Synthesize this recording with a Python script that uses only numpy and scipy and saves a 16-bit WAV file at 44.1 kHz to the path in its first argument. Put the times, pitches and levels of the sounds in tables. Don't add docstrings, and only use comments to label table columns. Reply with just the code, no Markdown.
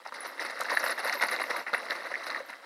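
import sys
import numpy as np
from scipy import signal
from scipy.fft import rfft, irfft, next_fast_len
from scipy.io import wavfile
from scipy.ndimage import uniform_filter1d

SR = 44100
rng = np.random.default_rng(int(sys.argv[2]) if len(sys.argv) > 2 else 0)


def log_audio(samples):
    frames = np.atleast_2d(samples).T
    limited = np.clip(frames, -1, 1)
    pcm = np.round(limited * 32767).astype(np.int16)
    wavfile.write(sys.argv[1], SR, pcm)


N = 116865
T = np.arange(N) / SR


def gravel():
    # time_s, level_db
    grinding = [(0, -55.5), (.11, -57.5), (.16, -43.5), (.29, -44), (.36, -47), (.45, -40), (.68, -48),
                (.9, -37.5), (.96, -44.5), (1.1, -36), (1.18, -40.5), (1.3, -37.5), (1.47, -41), (1.6, -36),
                (1.65, -54.5), (1.78, -40.5), (1.87, -41.5), (1.96, -41.5), (2.19, -42.5), (2.39, -39.5),
                (2.44, -52), (2.55, -49), (2.61, -56), (2.65, -49.5)]
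    # start_s, length_s, thud_db, clatter_db, grit_db
    crunches = [(0.049, 0.045, -46.5, -49, -53.5), (0.122, 0.0046, -38, -44, -52),
                (0.141, 0.024, -50, -49, -47), (0.245, 0.023, -39.5, -41, -44.5),
                (0.398, 0.031, -38.5, -33.5, -39.5), (0.442, 0.027, -54, -38.5, -43),
                (0.497, 0.017, -42, -38, -44), (0.555, 0.056, -50, -42, -51),
                (0.601, 0.027, -33.5, -38, -41.5), (0.643, 0.031, -41, -39, -44),
                (0.684, 0.022, -39, -35, -45), (0.696, 0.053, -32, -32.5, -38.5),
                (0.751, 0.013, -43, -65, -47), (.767, 0.012, -34, -30, -36.5),
                (0.796, 0.036, -38.5, -40, -44.5), (0.829, 0.027, -31.5, -31.5, -40.5),
                (0.861, 0.021, -34.5, -32.5, -37.5), (0.894, 0.032, -36.5, -32.5, -38),
                (0.978, 0.03, -37, -36.5, -41), (1.035, 0.024, -35, -34.5, -41),
                (1.065, 0.033, -38, -31.5, -38.5), (1.124, 0.017, -39, -28.5, -36),
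                (1.144, 0.014, -39, -48, -41), (1.21, 0.029, -28, -27, -34),
                (1.227, 0.042, -42, -35.5, -45), (1.285, 0.013, -51, -35.5, -42),
                (1.313, 0.04, -36, -32.5, -40), (1.397, 0.024, -34, -33.5, -39.5),
                (1.438, 0.0032, -34, -34, -44), (1.5, 0.014, -30, -29, -37),
                (1.526, 0.027, -35.5, -47, -48), (1.552, 0.037, -42, -40.5, -48.5),
                (1.664, 0.035, -40.5, -37, -53), (1.731, 0.021, -30.5, -29, -40.5),
                (1.764, 0.033, -50, -41, -56), (1.816, 0.0035, -56, -53, -55),
                (1.899, 0.033, -38.5, -34, -43.5), (1.95, 0.014, -38.5, -39.5, -47),
                (2.053, 0.018, -41, -38, -51), (2.112, 0.013, -37, -42.5, -54),
                (2.233, 0.0098, -59, -36.5, -44.5), (2.264, 0.023, -45.5, -43, -42),
                (2.297, 0.022, -42, -36.5, -46), (2.356, 0.016, -39, -38, -52),
                (2.486, 0.023, -45.5, -45, -49.5), (2.529, 0.0074, -45, -38, -56)]
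    # low_hz, high_hz, crunch_trim_db, rolling_share_db, ring_cycles, contacts_per_s at each pitch
    bands = [(211, 1270, -2, -3, 14, 76),
             (1331, 2509, 0, -2, 10.5, 91),
             (3003, 15493, -2.5, -10.5, 29, 419.5)]
    broad = from_db(-10) * contacts(per_s=220)
    rolling_db = np.interp(T, *np.transpose(grinding))
    shapes = np.array([burst(start, length, release_s=0.004) ** 2 for start, length, *_ in crunches])
    levels = np.transpose([row[2:] for row in crunches])
    out = 0
    for (low_hz, high_hz, trim_db, share_db, cycles, per_s), db in zip(bands, levels):
        power = from_db(db + trim_db) ** 2 @ shapes + from_db(rolling_db + share_db) ** 2
        out = out + np.sqrt(power) * stones(broad, low_hz, high_hz, cycles, per_s)
    rumble = stones(broad, low_hz=80, high_hz=377, ring_cycles=6.4, per_s=75)
    return out + from_db(rolling_db - 15.5) * rumble


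def stones(broad, low_hz, high_hz, ring_cycles, per_s):
    # frequency_hz, gain_db
    colour = [(90, -58), (130, -20), (180, -16.5), (300, -8.5), (440, -5), (530, 4.5), (750, 2.5),
              (1200, 3.5), (1600, 1.5), (2050, 5), (2400, -9), (2750, -2), (3050, -15.5), (3500, -11.5),
              (3900, -1), (4500, -5.5), (5500, -8.5), (6300, -16.5), (7100, -27.5), (8200, -25),
              (10000, -14), (11700, -29), (14000, -26), (15500, -37)]
    out = 0
    for hz in np.geomspace(low_hz, high_hz, 20):
        width_hz = np.log(1000) / np.pi * hz / ring_cycles
        hits = contacts(per_s) + broad * rng.standard_normal(N)
        out = out + resonance(resonance(hits, hz, width_hz), hz, 3 * width_hz)
    out = rms_one(coloured(out, colour))
    window = signal.windows.hann(2 * int(0.06 * SR))
    load = signal.fftconvolve(out ** 2, window / window.sum(), "same")
    return rms_one(out / np.sqrt(np.abs(load) + 0.026))


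def contacts(per_s):
    spread_db = 4
    sizes = from_db(spread_db * np.minimum(rng.exponential(1, N), 4)) * rng.choice([-1, 1], N)
    return sizes * (rng.random(N) < per_s / SR)


def stone_knocks():
    # start_s, level_db, pitch_hz
    clacks = [(.0615, -23, 785), (.0625, -24.5, 1310), (.1225, -22, 1010), (.145, -25, 2030),
              (.3945, -14, 1880), (.6145, -14, 1270), (.655, -16, 1640), (.7716, -3.5, 1780),
              (.7975, -17, 1820), (.915, -24, 1910), (.978, -21.5, 1870), (1.1255, -36, 1990),
              (1.1982, -17, 2060), (1.2251, -10, 1945), (1.363, -21, 1500), (1.389, -16, 2080),
              (1.5035, -18, 1200), (1.666, -20, 2010), (1.682, -19, 2000), (1.737, -11, 1240),
              (1.7455, -8.5, 1990), (1.9081, -14, 1898), (1.986, -25, 1900), (2.1402, -13, 1840),
              (2.1465, -18, 1870), (2.1548, -12.5, 2040), (2.3027, -15, 1860), (2.3465, -13.5, 1850),
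              (2.3615, -19, 1780), (2.5316, -40, 1730)]
    # start_s, level_db, pitch_hz
    ticks = [(.0742, -37.5, 5100), (.7958, -31, 4600), (.8012, -31.5, 5900), (1.1253, -33, 4840),
             (1.1275, -29.5, 5370), (1.2852, -27.5, 4445), (1.3635, -26.5, 4026), (1.7375, -27, 3850),
             (1.9075, -23.5, 3970), (2.3022, -27.5, 4130)]
    return knocks(clacks, width_hz=240, gain_db=-8) + knocks(ticks, width_hz=770, gain_db=2.5)


def stone_snaps():
    # start_s, level_db
    snaps = [(.142, -39.5), (.507, -34), (.592, -32), (0.6079, -22), (0.612, -30), (0.635, -29),
             (1.858, -40), (2.504, -41)]
    colour = [(2000, -12), (5500, 2.5), (11000, -0.5), (15000, -17)]  # frequency_hz, gain_db
    envelope = sum(from_db(db) * burst(start, 0, release_s=0.00086) for start, db in snaps)
    return envelope * rms_one(coloured(rng.standard_normal(N), colour))


def hopper():
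    # start_s, level_db, pitch_hz
    bumps = [(.722, -26, 564), (1.052, -26, 545), (1.152, -27.5, 556), (1.501, -26, 603), (2.402, -27, 531)]
    return knocks(bumps, width_hz=63, gain_db=-5)


def jingle():
    # start_s, level_db
    jolts = [(.28, -52), (0.436, -51), (0.729, -50), (.765, -55), (.79, -44), (.8405, -37), (0.871, -45),
             (0.926, -53), (.977, -55), (1.046, -43), (1.0755, -49), (1.14, -43), (1.18, -43),
             (1.2226, -48), (1.2675, -46), (1.3104, -45), (1.433, -47), (1.5656, -48), (1.6, -61),
             (1.7365, -54), (1.827, -60), (1.906, -52), (2.06, -58), (2.26, -53), (2.461, -55)]
    # pitch_hz, gain_db, t60_s
    modes = [(7247, -20, .25), (11430, -21, .1), (12030, -15, .09), (12845, -1, .09), (12920, -8, .05)]
    rattle_per_s, rattle_db = 530, -15
    starts, levels = np.transpose(jolts)
    strikes, out = np.zeros(N), 0
    strikes[(starts * SR).astype(int)] = from_db(levels)
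    shaking = sum(from_db(db + rattle_db) * burst(start, 0, release_s=0.047) for start, db in jolts)
    touches = shaking * (rng.random(N) < rattle_per_s / SR)
    for hz, mode_db, t60_s in modes:
        radius, angle = np.exp(-np.log(1000) / (t60_s * SR)), 2 * np.pi * hz / SR
        drive = strikes + touches * rng.standard_normal(N) + 1e-18
        ring = signal.lfilter([0, np.sin(angle)], [1, -2 * radius * np.cos(angle), radius ** 2], drive)
        out = out + from_db(mode_db) * ring
    return out


def clink():
    # start_s, level_db, pitch_hz
    clinks = [(.267, -52.5, 12040), (.746, -47, 12030), (.882, -51, 12200)]
    return knocks(clinks, width_hz=55, gain_db=4)


def axle():
    # start_s, length_s, level_db, pitch_hz
    chirps = [(0.205, 0.0025, -37.5, 10000), (0.215, 0.02, -50, 10100), (0.268, 0.0091, -48, 10100),
              (0.449, 0.0047, -43, 9990), (0.729, 0.078, -46.5, 10250), (0.839, 0.01, -38.5, 10150),
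              (0.878, 0.0083, -41, 9890), (0.904, 0.0092, -36, 10080), (.992, 0.0074, -45.5, 10100),
              (1.044, 0.017, -44.5, 10200), (1.219, 0.0042, -36.5, 10050), (1.239, 0.0079, -39.5, 10100),
              (1.267, 0.0034, -40, 10030), (1.31, 0.0046, -37, 9950), (1.318, 0.023, -47, 10050),
              (1.424, 0.0077, -44, 10000), (1.564, .004, -44, 10000), (1.747, 0.0033, -38.5, 10100),
              (1.778, 0.0025, -42, 10200)]
    starts, _, _, pitches = np.transpose(chirps)
    pitch_hz = pitches[np.maximum(np.searchsorted(starts, T) - 1, 0)]
    envelope = sum(from_db(db) * burst(start, length, release_s=0.0042) for start, length, db, _ in chirps)
    squeak = stick_slip(pitch_hz, wander_hz=106, flutter_db=4.5)
    rasp_hz, width_hz = pitches.mean(), 610
    friction = resonance(rng.standard_normal(N), rasp_hz, width_hz)
    rasp = rms_one(resonance(friction, rasp_hz, 2 * width_hz))
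    return envelope * (from_db(-5.5) * squeak + from_db(-6.5) * rasp)


def stick_slip(hz, wander_hz, flutter_db):
    drift = uniform_filter1d(rng.standard_normal((2, N)), size=130)
    tremble, flutter = rms_one(uniform_filter1d(drift, size=40))
    phase = 2 * np.pi * np.cumsum(hz + wander_hz * tremble) / SR
    return rms_one(from_db(flutter_db * flutter) * np.sin(phase))


def yard(x):
    echoes_per_s, echo_decay_s, tail_decay_s = 1500, 0.0075, 0.33
    t = T[:SR // 2]
    echoes = rng.standard_normal(len(t)) * (rng.random(len(t)) < echoes_per_s / SR)
    early = echoes * np.exp(-t / echo_decay_s) * (t > .002)
    late = rng.standard_normal(len(t)) * np.exp(-t / tail_decay_s) * (t > .012)
    response = from_db(-13) * early / np.linalg.norm(early) + from_db(-19.5) * late / np.linalg.norm(late)
    return x + signal.fftconvolve(x, response)[:N]


def still_air():
    # frequency_hz, gain_db
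    colour = [(20, -3), (90, 5.5), (200, -11), (500, 33), (1800, -19), (3200, 23), (5000, 4),
              (8000, 10), (15000, 3)]
    return from_db(-62.5) * rms_one(coloured(rng.standard_normal(N), colour))


def knocks(rows, width_hz, gain_db):
    out, click = np.zeros(N + SR), signal.unit_impulse(SR // 20)
    for start, db, hz in rows:
        contact = resonance(resonance(click, hz, 6 * width_hz), hz, 2.03 * width_hz)
        ring = resonance(contact, hz, width_hz)
        i = int(start * SR)
        out[i:i + len(ring)] += from_db(db + gain_db) * ring / np.abs(ring).max()
    return out[:N]


def burst(start_s, length_s, release_s):
    attack_s = 0.00079
    rise = np.clip((T - start_s) / attack_s, 0, 1)
    return rise * np.exp(-np.clip((T - start_s - length_s) / release_s, 0, 20))


def resonance(x, hz, width_hz):
    radius = np.exp(-np.pi * width_hz / SR)
    feedback = [1, -2 * radius * np.cos(2 * np.pi * hz / SR), radius ** 2]
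    return signal.lfilter(np.array([1, 0, -1]) * (1 - radius ** 2) / 2, feedback, x + 1e-18)


def coloured(x, points):
    size = next_fast_len(N + 8192)
    hz, db = np.transpose(points)
    grid_hz = np.maximum(np.arange(size // 2 + 1) * SR / size, 1)
    gain = from_db(np.interp(np.log(grid_hz), np.log(hz), db))
    cepstrum = irfft(np.log(gain), size)
    cepstrum[1:size // 2] *= 2
    cepstrum[size // 2 + 1:] = 0
    return irfft(rfft(x, size) * np.exp(rfft(cepstrum)), size)[:N]


def from_db(db):
    return 10 ** (np.asarray(db) / 20)


def rms_one(x):
    return x / np.sqrt(np.mean(x ** 2) + 1e-20)


def scene():
    spreader = gravel() + stone_knocks() + stone_snaps() + hopper() + jingle() + clink() + axle()
    low_cut = signal.butter(4, 137, "high", fs=SR, output="sos")
    return (still_air() + yard(signal.sosfilt(low_cut, spreader)))[None]


def record(dry):
    cutoff_hz = 15750
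    return signal.sosfilt(signal.ellip(10, .1, 70, cutoff_hz, fs=SR, output="sos"), dry)


dry = scene()
out = record(dry)
log_audio(out)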